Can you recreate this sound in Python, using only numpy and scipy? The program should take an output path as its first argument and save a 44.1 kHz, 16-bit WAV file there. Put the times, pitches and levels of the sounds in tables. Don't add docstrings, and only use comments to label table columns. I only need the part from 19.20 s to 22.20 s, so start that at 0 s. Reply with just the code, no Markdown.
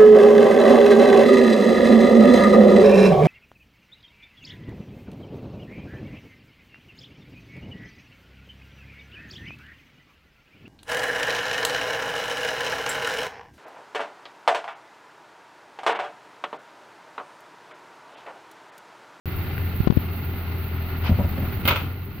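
import sys
import numpy as np
from scipy import signal
from scipy.fft import rfft, irfft
from scipy.io import wavfile
from scipy.ndimage import uniform_filter1d, minimum_filter1d

SR = 44100
rng = np.random.default_rng(int(sys.argv[2]) if len(sys.argv) > 2 else 0)


def dump_mix(stems):
    frames = np.atleast_2d(stems).T
    limited = np.clip(frames, -1, 1)
    pcm = np.round(limited * 32767).astype(np.int16)
    wavfile.write(sys.argv[1], SR, pcm)


N = 132300
T = np.arange(N) / SR

# (frequency [Hz], L-R correlation [-])
AMBIENT_IMAGE = [(60, 0.87), (120, 0.89), (240, 0.94), (480, 0.91), (950, 0.84), (1890, 0.21), (3770, 0.32),
                 (7520, -0.52), (15000, 0.62)]
# (frequency [Hz], L-R correlation [-])
WHEEL_IMAGE = [(60, 0.69), (130, 0.95), (290, 0.7), (640, 1), (1410, 0.63), (3100, -0.0049), (6820, -0.058),
               (15000, -0.11)]


def from_db(db):
    return 10 ** (np.asarray(db) / 20)


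def unit_rms(x):
    return x / np.sqrt(np.mean(x ** 2) + 1e-20)


def in_time(rows):
    return np.interp(T, *np.transpose(rows))


def at_bins(rows):
    hz, value = np.transpose(rows)
    return np.interp(np.log(np.arange(N // 2 + 1) * SR / N + 1e-3), np.log(hz), value)


def colour(x, spectrum):
    cepstrum = irfft(np.log(from_db(at_bins(spectrum))), N)
    cepstrum[1:N // 2] *= 2
    cepstrum[N // 2 + 1:] = 0
    return irfft(rfft(x) * np.exp(rfft(cepstrum)), N)


def butter(x, hz, kind, order=2):
    return signal.lfilter(*signal.butter(order, hz, kind, fs=SR), x + 1e-18)


def spread(pair, image):
    correlation = np.clip(at_bins(image), -.99, .99)
    mid, side = rfft(pair)
    return irfft(np.sqrt(1 + correlation) * mid + np.sqrt(1 - correlation) * side * [[1], [-1]], N)


def noise(spectrum, image):
    return unit_rms(colour(spread(rng.standard_normal((2, N)), image), spectrum))


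def pan(left_over_right_db):
    db = np.atleast_1d(left_over_right_db)
    gains = from_db(np.array([db, -db]) / 2)
    return gains / np.sqrt(np.sum(gains ** 2, axis=0))


def drift(corner_hz):
    hz = np.arange(N // 2 + 1) * SR / N
    return unit_rms(irfft(rfft(rng.standard_normal(N)) / (1 + (hz / corner_hz) ** 2), N))


def ring(x, hz, t60_s):
    r, w = from_db(-60 / (t60_s * SR)), 2 * np.pi * hz / SR
    return signal.lfilter([0, np.sin(w)], [1, -2 * r * np.cos(w), r * r], x + 1e-18)


def resonances(x, modes, t60_s):
    return x.std() * sum(from_db(db) * unit_rms(ring(x, hz, t60_s)) for hz, db in modes)


def bell(centre_s, sigma_s):
    return np.exp(-.5 * ((T - centre_s) / sigma_s) ** 2)


def bursts(rows, attack_s=0.0014):
    power = 0
    for s, db, t60_s in rows:
        rise = np.clip((T - s) / attack_s, 0, 1)
        power += (rise * from_db(db - 60 * np.maximum(T - s, 0) / t60_s)) ** 2
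    return np.sqrt(power)


def rumble():
    spectrum = [(15, -55), (28, -6), (45, -13), (62, -4.5), (85, 0.5), (113, -1), (150, -6.5), (200, -10.5),
                (270, -12.5), (380, -18.5), (500, -25.5), (800, -55)]
    levels = [(0, -29.5), (1.7, -34.5), (2.05, -27), (2.4, -29), (2.65, -30.5), (2.8, -39.5), (3, -35)]  # (time [s], level [dB])
    return noise(spectrum, AMBIENT_IMAGE) * from_db(in_time(levels))


def exhaust():
    firing = [(0, 43.29), (.9, 43.29), (1.3, 42.24), (1.8, 41.8), (2.1, 41.81), (2.5, 44.36), (3, 45.3)]  # (time [s], firing rate [Hz])
    orders = [(1, -19), (2, -0.5), (3, -15), (4, -17), (5, -25.5), (6, -22), (7, -26), (8, -31.5), (9, -24),
              (10, -29), (11, -45)]
    levels = [(0, -31.5), (.5, -28.5), (.9, -31.5), (1.8, -26.5), (2.3, -30), (2.65, -32.5), (2.9, -32),
              (3, -40.5)]
    firing_phase = 2 * np.pi * np.cumsum(in_time(firing)) / SR
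    hum = 0
    for order, db in orders:
        flutter = 0.04 if round(order) == 2 else 0.21
        angle = round(order) * firing_phase + rng.uniform(0, 2 * np.pi)
        in_phase = (1 + flutter * drift(24)) * np.sin(angle)
        quadrature = flutter * drift(4.1) * np.cos(angle)
        hum += from_db(db) * (in_phase + quadrature)
    return np.sqrt(2) * hum * from_db(in_time(levels)), firing_phase


def fan(firing_phase):
    rush_spectrum = [(240, -24.5), (400, 5.5), (416, -9.5), (615, -6), (798, -2), (863, -5.5), (996, -6),
                     (1380, -3.5), (1530, -8), (2070, -5), (2380, -7.5), (2610, -6.5), (3480, -15.5),
                     (3810, -14), (4570, -16), (5010, -26), (6170, -32.5), (7400, -55.5), (9000, -57.5),
                     (11700, -58), (19800, -120)]
    hiss_spectrum = [(4000, -63), (7500, -31), (9500, -17), (11000, -7.5), (12500, 1.5), (13800, 5.5),
                     (15000, 10.5), (16000, -5)]
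    levels = [(0, -39), (.5, -40), (1.2, -41), (2.45, -39.5), (2.62, -40), (2.75, -46), (3, -47)]  # (time [s], level [dB])
    bay_modes = [(398, 4.7, -57.5), (866, 12, -58), (1420, 46, -49.5), (2050, 23, -53), (2680, 67, -57.5)]  # (frequency [Hz], bandwidth [Hz], level at peak rush [dB])
    throb_depth, rush_flicker_db = 0.12, 1.02
    hiss_re_rush_db, hiss_flicker_db = -3, 1.8
    rush_db = in_time(levels)
    rush = noise(rush_spectrum, AMBIENT_IMAGE) * from_db(rush_db)
    air = spread(rng.standard_normal((2, N)), AMBIENT_IMAGE)
    bay = sum(from_db(db) * unit_rms(ring(air, hz, t60_s=np.log(1000) / (np.pi * width_hz)))
              for hz, width_hz, db in bay_modes)
    rush += bay * from_db(rush_db - rush_db.max())
    rush += throb_depth * np.sin(firing_phase) * butter(rush, 3600, "low")
    hiss = noise(hiss_spectrum, AMBIENT_IMAGE)
    hiss *= from_db(rush_db + hiss_re_rush_db + hiss_flicker_db * drift(30))
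    return rush * from_db(rush_flicker_db * drift(45)) + hiss


def wind_puffs():
    puffs = [(0.6038, 1, 0.0015, -19), (0.6732, 15, 0.00076, 31), (0.6785, 1.5, 0.0012, 32),
             (0.7026, 12, 0.0011, 32), (0.7077, 4, 0.0013, 32), (0.724, 0.5, .001, 36),
             (.7690, -7, 0.00093, 30), (.7726, 8, 0.00098, 38)]
    eddy_spectrum = [(20, 4), (60, 1.5), (150, 0), (400, -15), (1000, -28), (3500, -32.5), (7000, -55.5)]
    eddy_re_puff_db, eddy_t60_s = -17, 0.043
    dips = eddy_envelope = 0
    for s, db, width_s, pan_db in puffs:
        dips -= from_db(db) * pan(pan_db) / (1 + .5 * ((T - s) / width_s) ** 2) ** 2
        eddy_envelope += pan(pan_db) * bursts([(s, db + eddy_re_puff_db, eddy_t60_s)])
    pops = butter(butter(dips, 79, "high"), 34, "high", order=1)
    return pops + noise(eddy_spectrum, AMBIENT_IMAGE) * eddy_envelope


def microphone_crackle():
    ticks = [(.6748, -2), (.6787, -4), (.6815, -12), (.7072, -6), (.7255, -17)]  # (time [s], peak [dB])
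    spectrum = [(200, -8), (900, 19), (2000, 4), (4000, -0.5), (6500, -19.5), (15000, -49)]  # (frequency [Hz], gain [dB])
    sample = np.arange(N)
    clicks = -pan(29) * sum(from_db(db) * (sample == int(s * SR)) for s, db in ticks)
    impulse_peak = np.abs(colour(sample == 0, spectrum)).max()
    return colour(clicks, spectrum) / impulse_peak


def grit(time_s=.379, level_db=-16.5, t60_s=0.016):
    spectrum = [(300, -29), (900, -18), (1400, 1), (2200, -4), (3000, -20), (5000, -43), (16000, -50)]  # (frequency [Hz], density [dB])
    return pan(17) * noise(spectrum, AMBIENT_IMAGE) * bursts([(time_s, level_db, t60_s)])


def tyre_scrub():
    spectrum = [(100, -30), (500, 0), (1050, 4.5), (1700, -6), (2600, 1.5), (5000, -11.5), (8000, -39),
                (16000, -33)]
    return from_db(-31) * bell(centre_s=1.872, sigma_s=0.022) * noise(spectrum, WHEEL_IMAGE)


def suspension():
    thuds = [(1.8947, -11, 0.00076, -32), (1.904, -13, 0.00091, -33), (1.915, -5, 0.0022, -28.5),
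             (1.9878, -18, 0.0014, -27), (1.9953, -17, 0.00087, -22), (2.045, -15.5, 0.0017, -33),
             (2.173, -39, 0.0018, -30), (2.225, -29, 0.00051, -35.5), (2.453, -19.5, 0.00049, -29),
             (2.51, -13.5, 0.0014, -36)]
    chassis_modes = [(62, -23, .1), (93, -2, 0.13), (144, -1.5, 0.083), (190, 1, 0.069), (235.6, -1, 0.11),
                     (377, -28, 0.095)]
    shudder_spectrum = [(60, -10), (200, -0.5), (420, -18), (620, -12), (900, -11), (1400, -24),
                        (2500, -44), (8000, -70)]
    strut_modes = [(545, -24), (578, -8.5), (645, -10), (752, -10.5), (965, -16)]  # (frequency [Hz], level re shudder [dB])
    shudder_t60_s = 0.14
    pushes = sum(from_db(db) * bell(s, sigma_s) / (sigma_s * SR * np.sqrt(2 * np.pi))
                 for s, db, sigma_s, _ in thuds)
    boom = -sum(from_db(db) * ring(pushes, hz, t60_s) for hz, db, t60_s in chassis_modes)
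    shudder = noise(shudder_spectrum, WHEEL_IMAGE)
    shudder *= bursts([(s, db, shudder_t60_s) for s, _, _, db in thuds])
    hollow = resonances(shudder, strut_modes, t60_s=0.088)
    return butter(boom + shudder + hollow, 50, "high")


def loose_joint():
    blows = [(2.4532, -23.5, 0.035, -24.5), (2.4751, -14, 0.13, -13.5), (2.489, -23, 0.098, -30),
             (2.507, -18.5, 0.068, -33), (2.558, -25.5, .12, -34.5)]
    joint_modes = [(586.8, -42.5), (1028, -54), (1281, -41), (1324, -44), (1976, -53), (2089, -39.5),
                   (2245, -44), (2476, -45.5), (2546, -44), (2681, -44), (2918, -64), (3042, -46),
                   (3101, -49.5), (3424, -50)]
    snap_modes = [(13740, -14), (14300, -11)]  # (frequency [Hz], level re snap [dB])
    clang_spectrum = [(180, -37), (300, -18), (346, -15), (594, -1), (790, -12), (1020, 1), (1190, -20),
                      (1320, -0.5), (1780, -9.5), (2170, -5.5), (3570, -3.5), (5240, -26.5), (5790, -21.5),
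                      (7480, -36.5), (9000, -40), (11700, -57), (19800, -120)]
    snap_spectrum = [(1200, -25.5), (2200, -3), (3400, -1.5), (4600, -7), (5300, -34), (8000, -38.5),
                     (10500, -14), (12000, -10), (13500, -2.5), (14300, 2.5), (15600, -2.5), (17000, -32)]
    tail_spectrum = [(180, -19), (300, -9), (410, -7.5), (778, -9), (885, -6), (1440, -1.5), (1780, -12.5),
                     (2570, -3.5), (4480, -17), (5090, -27), (9000, -39), (11700, -77), (19800, -120)]
    contacts_per_s, size_spread_db = 1800, 3
    snap_t60_s, tail_t60_s = 0.088, 0.35
    sizes = from_db(size_spread_db * np.minimum(rng.exponential(1, (2, N)), 3))
    signs = rng.choice([-1, 1], (2, N))
    hits = rng.random((2, N)) < contacts_per_s / SR
    contacts = spread(sizes * signs * hits, WHEEL_IMAGE)
    force = bursts([(s, db, t60_s) for s, db, t60_s, _ in blows])
    clang = unit_rms(colour(contacts, clang_spectrum)) * force
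    ringing = sum((-1) ** k * from_db(db) * unit_rms(ring(contacts * force, hz, t60_s=0.12))
                  for k, (hz, db) in enumerate(joint_modes))
    ringing = unit_rms(ringing) * clang.std()
    snap = unit_rms(colour(contacts, snap_spectrum))
    snap *= bursts([(s, db, snap_t60_s) for s, _, _, db in blows])
    snap += resonances(snap, snap_modes, t60_s=0.06)
    tail = noise(tail_spectrum, WHEEL_IMAGE) * bursts([(s, db, tail_t60_s) for s, db, _, _ in blows])
    return from_db(-0.5) * clang + from_db(-2) * ringing + snap + from_db(-6.5) * tail


def scene():
    balance = [(60, 1), (110, 1), (200, 1), (380, 3.5), (700, 4), (1290, 0.5), (2380, -1), (4400, 6.5),
               (8120, -3.5), (15000, -28)]
    hum, firing_phase = exhaust()
    engine = hum + fan(firing_phase) + rumble()
    truck = engine + suspension() + tyre_scrub() + loose_joint() + grit()
    picked_up = irfft(rfft(truck) * np.sqrt(2) * pan(at_bins(balance)), N)
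    return picked_up + wind_puffs() + microphone_crackle()


def record(dry):
    limit_db, release_db_per_s = -.8, 172
    start_s, cutoff_hz = .057, 15900
    over_db = np.maximum(20 * np.log10(np.abs(dry).max(axis=0) + 1e-9) - limit_db, 0)
    held_db = np.maximum.accumulate(over_db + release_db_per_s * T) - release_db_per_s * T
    gain = from_db(uniform_filter1d(minimum_filter1d(-held_db, size=129), size=129))
    lowpass = signal.ellip(12, .1, 80, cutoff_hz, fs=SR, output="sos")
    return signal.sosfilt(lowpass, dry * gain * (T > start_s))


dry = scene()
out = record(dry)
dump_mix(out)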